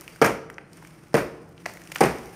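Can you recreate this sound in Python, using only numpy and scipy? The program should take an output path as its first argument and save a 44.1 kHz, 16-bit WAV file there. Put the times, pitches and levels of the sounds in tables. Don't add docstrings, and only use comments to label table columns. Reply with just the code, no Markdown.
import sys
import numpy as np
from scipy import signal
from scipy.fft import rfft, irfft
from scipy.io import wavfile
from scipy.ndimage import uniform_filter1d

SR = 44100
rng = np.random.default_rng(int(sys.argv[2]) if len(sys.argv) > 2 else 0)


def voltage_ratio(decibels):
    exponent = np.asarray(decibels, float) / 20
    return 10 ** exponent


def transcribe(signal):
    frames = np.atleast_2d(signal).T
    limited = np.clip(frames, -1, 1)
    pcm = np.round(limited * 32767).astype(np.int16)
    wavfile.write(sys.argv[1], SR, pcm)


N = 103635


def at_hz(points, hz):
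    table_hz, value = np.transpose(points)
    return np.interp(np.log(hz), np.log(table_hz), value)


def rms_one(x):
    return x / np.sqrt(np.mean(x ** 2) + 1e-20)


def peak_one(x):
    return x / np.abs(x).max()


def butter(x, order, hz, kind):
    return signal.sosfilt(signal.butter(order, hz, kind, fs=SR, output="sos"), x)


def colour(x, points):
    hz = np.fft.rfftfreq(len(x), 1 / SR) + 1
    return irfft(rfft(x) * voltage_ratio(at_hz(points, hz)), len(x))


def ring(x, hz, t60_s):
    radius = voltage_ratio(-60 / (t60_s * SR))
    w = 2 * np.pi * min(hz, 0.45 * SR) / SR
    return signal.lfilter([0, np.sin(w)], [1, -2 * radius * np.cos(w), radius ** 2], x + 1e-18)


def grains(size, per_s, spread_db):
    sizes = voltage_ratio(spread_db * np.minimum(rng.exponential(1, size), 5))
    signs = rng.choice([-1, 1], size)
    return sizes * signs * (rng.random(size) < per_s / SR)


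def add(out, start_s, x):
    i = int(start_s * SR)
    out[i:i + len(x)] += x[:len(out) - i]


# f/Hz, level/dB
AIR_COLOUR = [(15, -64), (25, -33), (178, -24), (224, -1), (325, 12.5), (383, -20), (434, 3.5), (1410, 2),
              (3500, -40), (4550, -63), (7700, -120)]
# f/Hz, width/Hz, level/dB
HUM_BANDS = [(123, 56, -66), (163.5, 23, -53), (326.4, 29, -57.5), (9400, 270, -82.5)]


def air():
    air_db = -62.5
    out = voltage_ratio(air_db) * rms_one(colour(rng.standard_normal(N), AIR_COLOUR))
    for hz, width_hz, db in HUM_BANDS:
        hum = ring(rng.standard_normal(N + SR), hz, 1.84 / width_hz)[SR:]
        out += voltage_ratio(db) * rms_one(hum)
    return out


# t/s, level/dB
GRIT_FLOW = [(0, -52.5), (.2, -55), (.45, -79), (.715, -64), (.74, -57.5), (.95, -57.5), (1.131, -62),
             (1.38, -61.5), (1.5, -64), (1.59, -62), (1.61, -56), (1.652, -60), (1.668, -48),
             (1.705, -47.5), (1.725, -52.5), (1.8, -54), (1.935, -53.5), (1.95, -53), (1.972, -48),
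             (1.985, -48), (2.0, -48.5), (2.2, -51.5), (2.35, -53.5)]
# f/Hz, level/dB
GRIT_SPECTRUM = [(500, 9), (900, 4), (2200, 5.5), (3800, -5), (6500, -11), (15500, -10)]


def grit():
    grains_per_s, gain_db, spurt_db = 1200, 0.5, 2.0
    dull_hz, dull_db_per_db = 9050, 0.54
    s, db = np.transpose(GRIT_FLOW)
    flow_db = np.interp(np.arange(N) / SR, s, db)
    steps = np.repeat(rng.standard_normal(N // 300 + 1), 300)[:N]
    spurts = uniform_filter1d(steps, size=200)
    dust = 6.9 * rng.standard_normal(N)
    noise = rms_one(colour(grains(N, grains_per_s, 1.5) + dust, GRIT_SPECTRUM))
    low = butter(noise, 4, dull_hz, "low")
    top = butter(noise, 4, dull_hz, "high")
    top *= voltage_ratio(dull_db_per_db * np.minimum(flow_db - np.median(db), 0))
    return voltage_ratio(flow_db + gain_db + spurt_db * spurts) * (low + top)


def fragments(rows, burst_s):
    ring_cycles = 7.0
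    out, t = np.zeros(N), np.arange(SR // 20) / SR
    burst = np.exp(-3 * t / burst_s)
    for s, db, hz, bright_db in rows:
        clicks = (grains(len(t), 3000, 2.0) + 4 * (t == 0)) * burst
        tone = ring(ring(clicks, hz, ring_cycles / hz), hz, 1.08 / hz)
        snap = signal.lfilter([1, 0.4], [1], rng.standard_normal(len(t))) * burst
        hit = peak_one(tone) + voltage_ratio(bright_db) * peak_one(snap)
        add(out, s, voltage_ratio(db) * peak_one(hit))
    return butter(out, 2, 480, "high")


# t/s, peak level/dB, f/Hz, snap level/dB
LONE_CHIPS = [(.0105, -25, 10400, -27), (.0787, -25, 2380, -11), (.160, -37, 1580, -5),
              (.5003, -26, 1870, -15.5), (.5425, -41.5, 5950, -26), (.5826, -23, 1730, -27),
              (.7317, -42, 5070, 1.5), (.7716, -38.5, 8500, -16.5), (.8255, -40.5, 990, -7),
              (.8495, -33.5, 2020, -14), (.872, -44, 5500, 6), (1.083, -48, 5500, 18),
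              (1.1315, -35.5, 1560, -14), (1.4915, -45, 14100, -18), (1.579, -36.5, 3100, -31)]
LUMP_CHIPS = [(1.6575, -33, 5050, -15), (1.6606, -25.5, 4950, -2), (1.689, -47, 5300, -15),
              (1.603, -53, 3000, 5), (1.737, -37, 11400, -3), (1.7714, -40, 3970, 0),
              (1.8173, -39.5, 6530, 18), (1.838, -39, 6640, -22), (1.984, -29, 6500, -1),
              (1.8741, -38, 7500, 1), (1.9180, -30, 4470, 6), (1.9215, -29, 6350, -6),
              (1.9488, -23, 13000, -23), (1.9535, -37, 6800, 4), (1.9575, -38, 7050, 12),
              (1.9598, -24, 7600, 10), (1.9650, -33, 6000, 8), (2.185, -38.5, 5730, 1),
              (2.258, -38, 12000, 0)]


def falling_chips():
    return fragments(LONE_CHIPS, burst_s=0.009) + fragments(LUMP_CHIPS, burst_s=0.006)


# f/Hz, t60/s
YARD_DECAY = [(50, 1.6), (150, 0.89), (400, 0.79), (1000, 0.8), (2500, 0.62), (6000, 0.46), (15000, 0.25)]
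# f/Hz, level/dB
YARD_SPECTRUM = [(100, -3.5), (200, -7), (300, 0.5), (700, -3.5), (2000, -4), (4000, 1.5), (15000, 4.5)]
ECHO_S = 0.0270


def yard(x):
    level_db, rise_s = -5 - 38, 0.012
    late_db, late_stretch = -31.5, 2.44
    swell_db, swell_s = -2, 0.0058
    size = int(1.5 * SR)
    t, tail = np.arange(size) / SR, np.zeros(size)
    edges_hz = 35 * 2 ** np.arange(0, 9.1, 0.5)
    white = rng.standard_normal((2, size))
    for k, (low_hz, high_hz) in enumerate(zip(edges_hz, edges_hz[1:])):
        hz = np.sqrt(low_hz * high_hz)
        fall_db = -60 * t / at_hz(YARD_DECAY, hz)
        decay = voltage_ratio(fall_db) + voltage_ratio(late_db + fall_db / late_stretch)
        band = butter(white[k % 2], 2, [low_hz, high_hz], "band")
        tail += band * voltage_ratio(at_hz(YARD_SPECTRUM, hz)) * decay
    swell = voltage_ratio(swell_db) * np.exp(-((t - ECHO_S - swell_s / 2) / swell_s) ** 2)
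    tail *= voltage_ratio(level_db) * (1 - np.exp(-t / rise_s) + swell)
    return signal.fftconvolve(x, tail)[:N]


# t/s, level/dB, f/Hz, t60/s
WIRE_TINGS = [(.121, -55, 4700, .07), (.131, -59, 4640, .05), (.149, -56, 4720, .06),
              (.648, -66, 4200, .07)]


def wire_tings():
    out, tap = np.zeros(N), np.eye(1, SR // 2)[0]
    for s, db, hz, t60_s in WIRE_TINGS:
        add(out, s, voltage_ratio(db) * ring(tap, hz, t60_s))
    return out


# t/s, level/dB, steel level/dB, crumble level/dB, crumble t60/s
HAMMER_BLOWS = [
    (0.2152, -1, -66, -15, 0.29),
    (1.1420, -2.5, -40.5, -21.5, 0.28),
    (2.0070, -1.5, -38, -18, 0.35),
]
# f/Hz, width/Hz, level/dB
BLOCK_MODES = [
    [(167, 82, -13.5), (247, 200, -30), (441.5, 59, 3.5), (690, 51, -3), (917, 42, -9), (1245, 37, 1.5),
     (2030, 230, -23)],
    [(190, 85, -5.5), (300, 47, -11), (457.7, 54, 5.5), (600, 73, 5), (760, 63, -6), (1040, 53, -7),
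     (1350, 190, -7), (2110, 500, -20)],
    [(161, 55, -6.5), (250, 35, -9.5), (380, 16, -6.5), (461, 55, -2), (783, 83, 3), (1140, 190, -13),
     (1920, 710, -17)],
]
# blow index, delay/s, level/dB
CONTACTS = [(0, 0.0, -16), (0, .0012, 6), (0, .0056, -6), (0, .0100, -8), (0, .0213, -1), (0, .045, -8),
            (1, 0.0, -14), (1, .0011, 2), (1, .0097, -3), (1, .0140, -5), (1, .0226, -8), (2, 0.0, -5),
            (2, .0026, -2), (2, .0064, 1), (2, .0108, -4), (2, .0195, -4), (2, .0243, -5), (2, .055, -10)]
# f/Hz, level/dB, t60/s
STEEL_MODES = [(9075, -4, .24), (9040, -9, .18), (13015, -3, .3), (13052, -10, .2), (9615, -10, .12)]


def blows():
    contact_hz = 1860
    block, steel = np.zeros(N), np.zeros(N)
    tap = np.eye(1, SR // 2)[0]
    for k, (s, db, steel_db, _, _) in enumerate(HAMMER_BLOWS):
        push = np.zeros(SR // 2)
        for blow, delay_s, contact_db in CONTACTS:
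            if round(blow) == k:
                push[int(delay_s * SR)] -= voltage_ratio(contact_db)
        push = butter(push, 2, contact_hz, "low")
        body = np.zeros(len(push))
        for hz, width_hz, mode_db in BLOCK_MODES[k]:
            body += voltage_ratio(mode_db) * np.sqrt(width_hz) * ring(push, hz, 2 / max(width_hz, 40))
        add(block, s, voltage_ratio(db) * peak_one(body))
        for hz, mode_db, t60_s in STEEL_MODES:
            add(steel, s, voltage_ratio(steel_db + mode_db) * ring(tap, hz, t60_s))
    return block, steel


# t/s, peak level/dB, f/Hz
MORTAR_CRACKS = [(.2158, -18, 4870), (.2428, -18, 12300), (.2450, -13, 2000), (.2475, -22, 5920),
                 (.253, -25, 6000), (.2605, -15, 12300), (.2655, -22, 6230), (1.1422, -21, 5330),
                 (1.1545, -27, 6000), (1.1680, -23, 12800), (1.1868, -26, 12800), (2.0070, -17, 9000),
                 (2.0102, -22, 5200), (2.0104, -11, 2000), (2.0335, -21, 9000), (2.0385, -20, 5600),
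                 (2.0550, -23, 11800)]


def cracks():
    snap_db = -7.0
    return fragments([(*row, snap_db) for row in MORTAR_CRACKS], burst_s=0.0094)


# f/Hz, level/dB
CRUMBLE_SPECTRUM = [(500, 7.5), (900, 1), (2300, -3), (3300, -16.5), (6000, -27), (12000, -27.5),
                    (15500, -33)]


def crumble():
    spray_db, spray_t60_s = 10.5, 0.089
    out, t = np.zeros(N), np.arange(SR // 2) / SR
    late_s = np.maximum(t - ECHO_S, 0)
    spray = voltage_ratio(spray_db - 60 * t / spray_t60_s) * np.clip(t / 0.007 - 0.1, 0, 1)
    for s, _, _, db, t60_s in HAMMER_BLOWS:
        noise = rms_one(colour(grains(len(t), 5000, 2.31), CRUMBLE_SPECTRUM))
        collapse = voltage_ratio(-60 * late_s / t60_s) * np.minimum(late_s / 0.005, 1)
        add(out, s, voltage_ratio(db) * (spray + collapse) * noise)
    return out


# yard send level/dB, shudder level/dB, shudder rise/s
BLOW_AFTERMATH = [(-2, -49, .046), (0, -47.5, 0.055), (-0.5, -46, 0.068)]


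def footing_shudder():
    out, t = np.zeros(N), np.arange(SR // 2) / SR
    for (s, *_), (_, db, rise_s) in zip(HAMMER_BLOWS, BLOW_AFTERMATH):
        low = rms_one(ring(rng.standard_normal(len(t)), 62.5, 0.22))
        add(out, s, voltage_ratio(db) * low * t / rise_s * np.exp(1 - t / rise_s))
    return out


# t/s, peak level/dB, f/Hz, ring/cycles
LUMP_KNOCKS = [(1.6574, -20.5, 1900, 9.5), (1.661, -15.5, 1970, 11), (1.6611, -25, 1390, 9),
               (1.6612, -23, 674, 12), (1.667, -33, 1830, 4.6), (1.671, -32, 710, 5.4),
               (1.686, -35, 1780, 5.4), (1.698, -33, 1500, 5), (1.705, -40, 750, 5.6),
               (1.664, -30, 2600, 11), (1.7724, -33.5, 2100, 12), (1.8182, -37, 1947, 9.3),
               (1.9189, -23.5, 2240, 8.2), (1.9184, -43.5, 870, 7.7), (1.9190, -39, 547, 12),
               (1.9579, -17, 2670, 7), (1.9599, -14.5, 1970, 2.5), (1.9628, -22.5, 2700, 3.9),
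               (1.9654, -32, 1400, 6.7), (1.9695, -31, 1310, 5.8), (0.8244, -38.5, 1970, 6.4),
               (0.826, -46, 900, 2), (1.8743, -34, 2700, 11), (1.922, -24.5, 2900, 6),
               (1.9824, -34, 3000, 4.9), (1.987, -29, 2570, 4), (1.977, -34, 3000, 4),
               (1.979, -39, 1300, 4), (1.992, -34, 1700, 5), (1.996, -38, 2800, 4)]


def knocks():
    out, tap = np.zeros(N), np.eye(1, SR // 20)[0]
    for s, db, hz, cycles in LUMP_KNOCKS:
        tone = ring(ring(tap, hz, max(cycles, 1) / hz), hz, 1.5 / hz)
        tone = butter(tone, 2, hz / 2, "high")
        add(out, s, -voltage_ratio(db) * peak_one(tone))
    return out


def scene():
    low_cut_hz, echo_db, fallen_send_db = 125, -22, 2
    block, steel = blows()
    struck = butter(block + crumble() + cracks(), 4, low_cut_hz, "high")
    fallen = butter(falling_chips() + knocks(), 4, low_cut_hz, "high")
    echo = voltage_ratio(echo_db) * np.roll(struck + steel, int(ECHO_S * SR))
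    echo *= np.arange(N) > SR // 5
    latest_blow = np.searchsorted([s for s, *_ in HAMMER_BLOWS[1:]], np.arange(N) / SR)
    struck_send_db = np.array(BLOW_AFTERMATH)[latest_blow, 0]
    wet = yard(voltage_ratio(struck_send_db) * struck + voltage_ratio(fallen_send_db) * fallen)
    after = footing_shudder() + wire_tings()
    return (struck + steel + echo + fallen + wet + after + grit() + air())[None]


def roll_off(x):
    return signal.sosfilt(signal.butter(12, 16650, fs=SR, output="sos"), x)


# f/Hz, width/Hz, boost/dB
MIC_PORT = [(3860, 1650, -4.5), (5500, 2790, 7.5), (7990, 1500, -3.5), (8760, 1040, 7.5)]


def record(dry):
    for hz, width_hz, db in MIC_PORT:
        w, a = 2 * np.pi * hz / SR, np.pi * width_hz / SR
        g = voltage_ratio(db / 2)
        zeros = [1 + a * g, -2 * np.cos(w), 1 - a * g]
        poles = [1 + a / g, -2 * np.cos(w), 1 - a / g]
        dry = signal.lfilter(zeros, poles, dry)
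    dry = butter(dry, 3, 42, "high")
    rounded = 1.278 * np.tanh(dry / 1.151)
    mix = signal.sosfilt(signal.cheby2(10, 40, 16100, fs=SR, output="sos"), rounded)
    return roll_off(mix)


dry = scene()
out = record(dry)
transcribe(out)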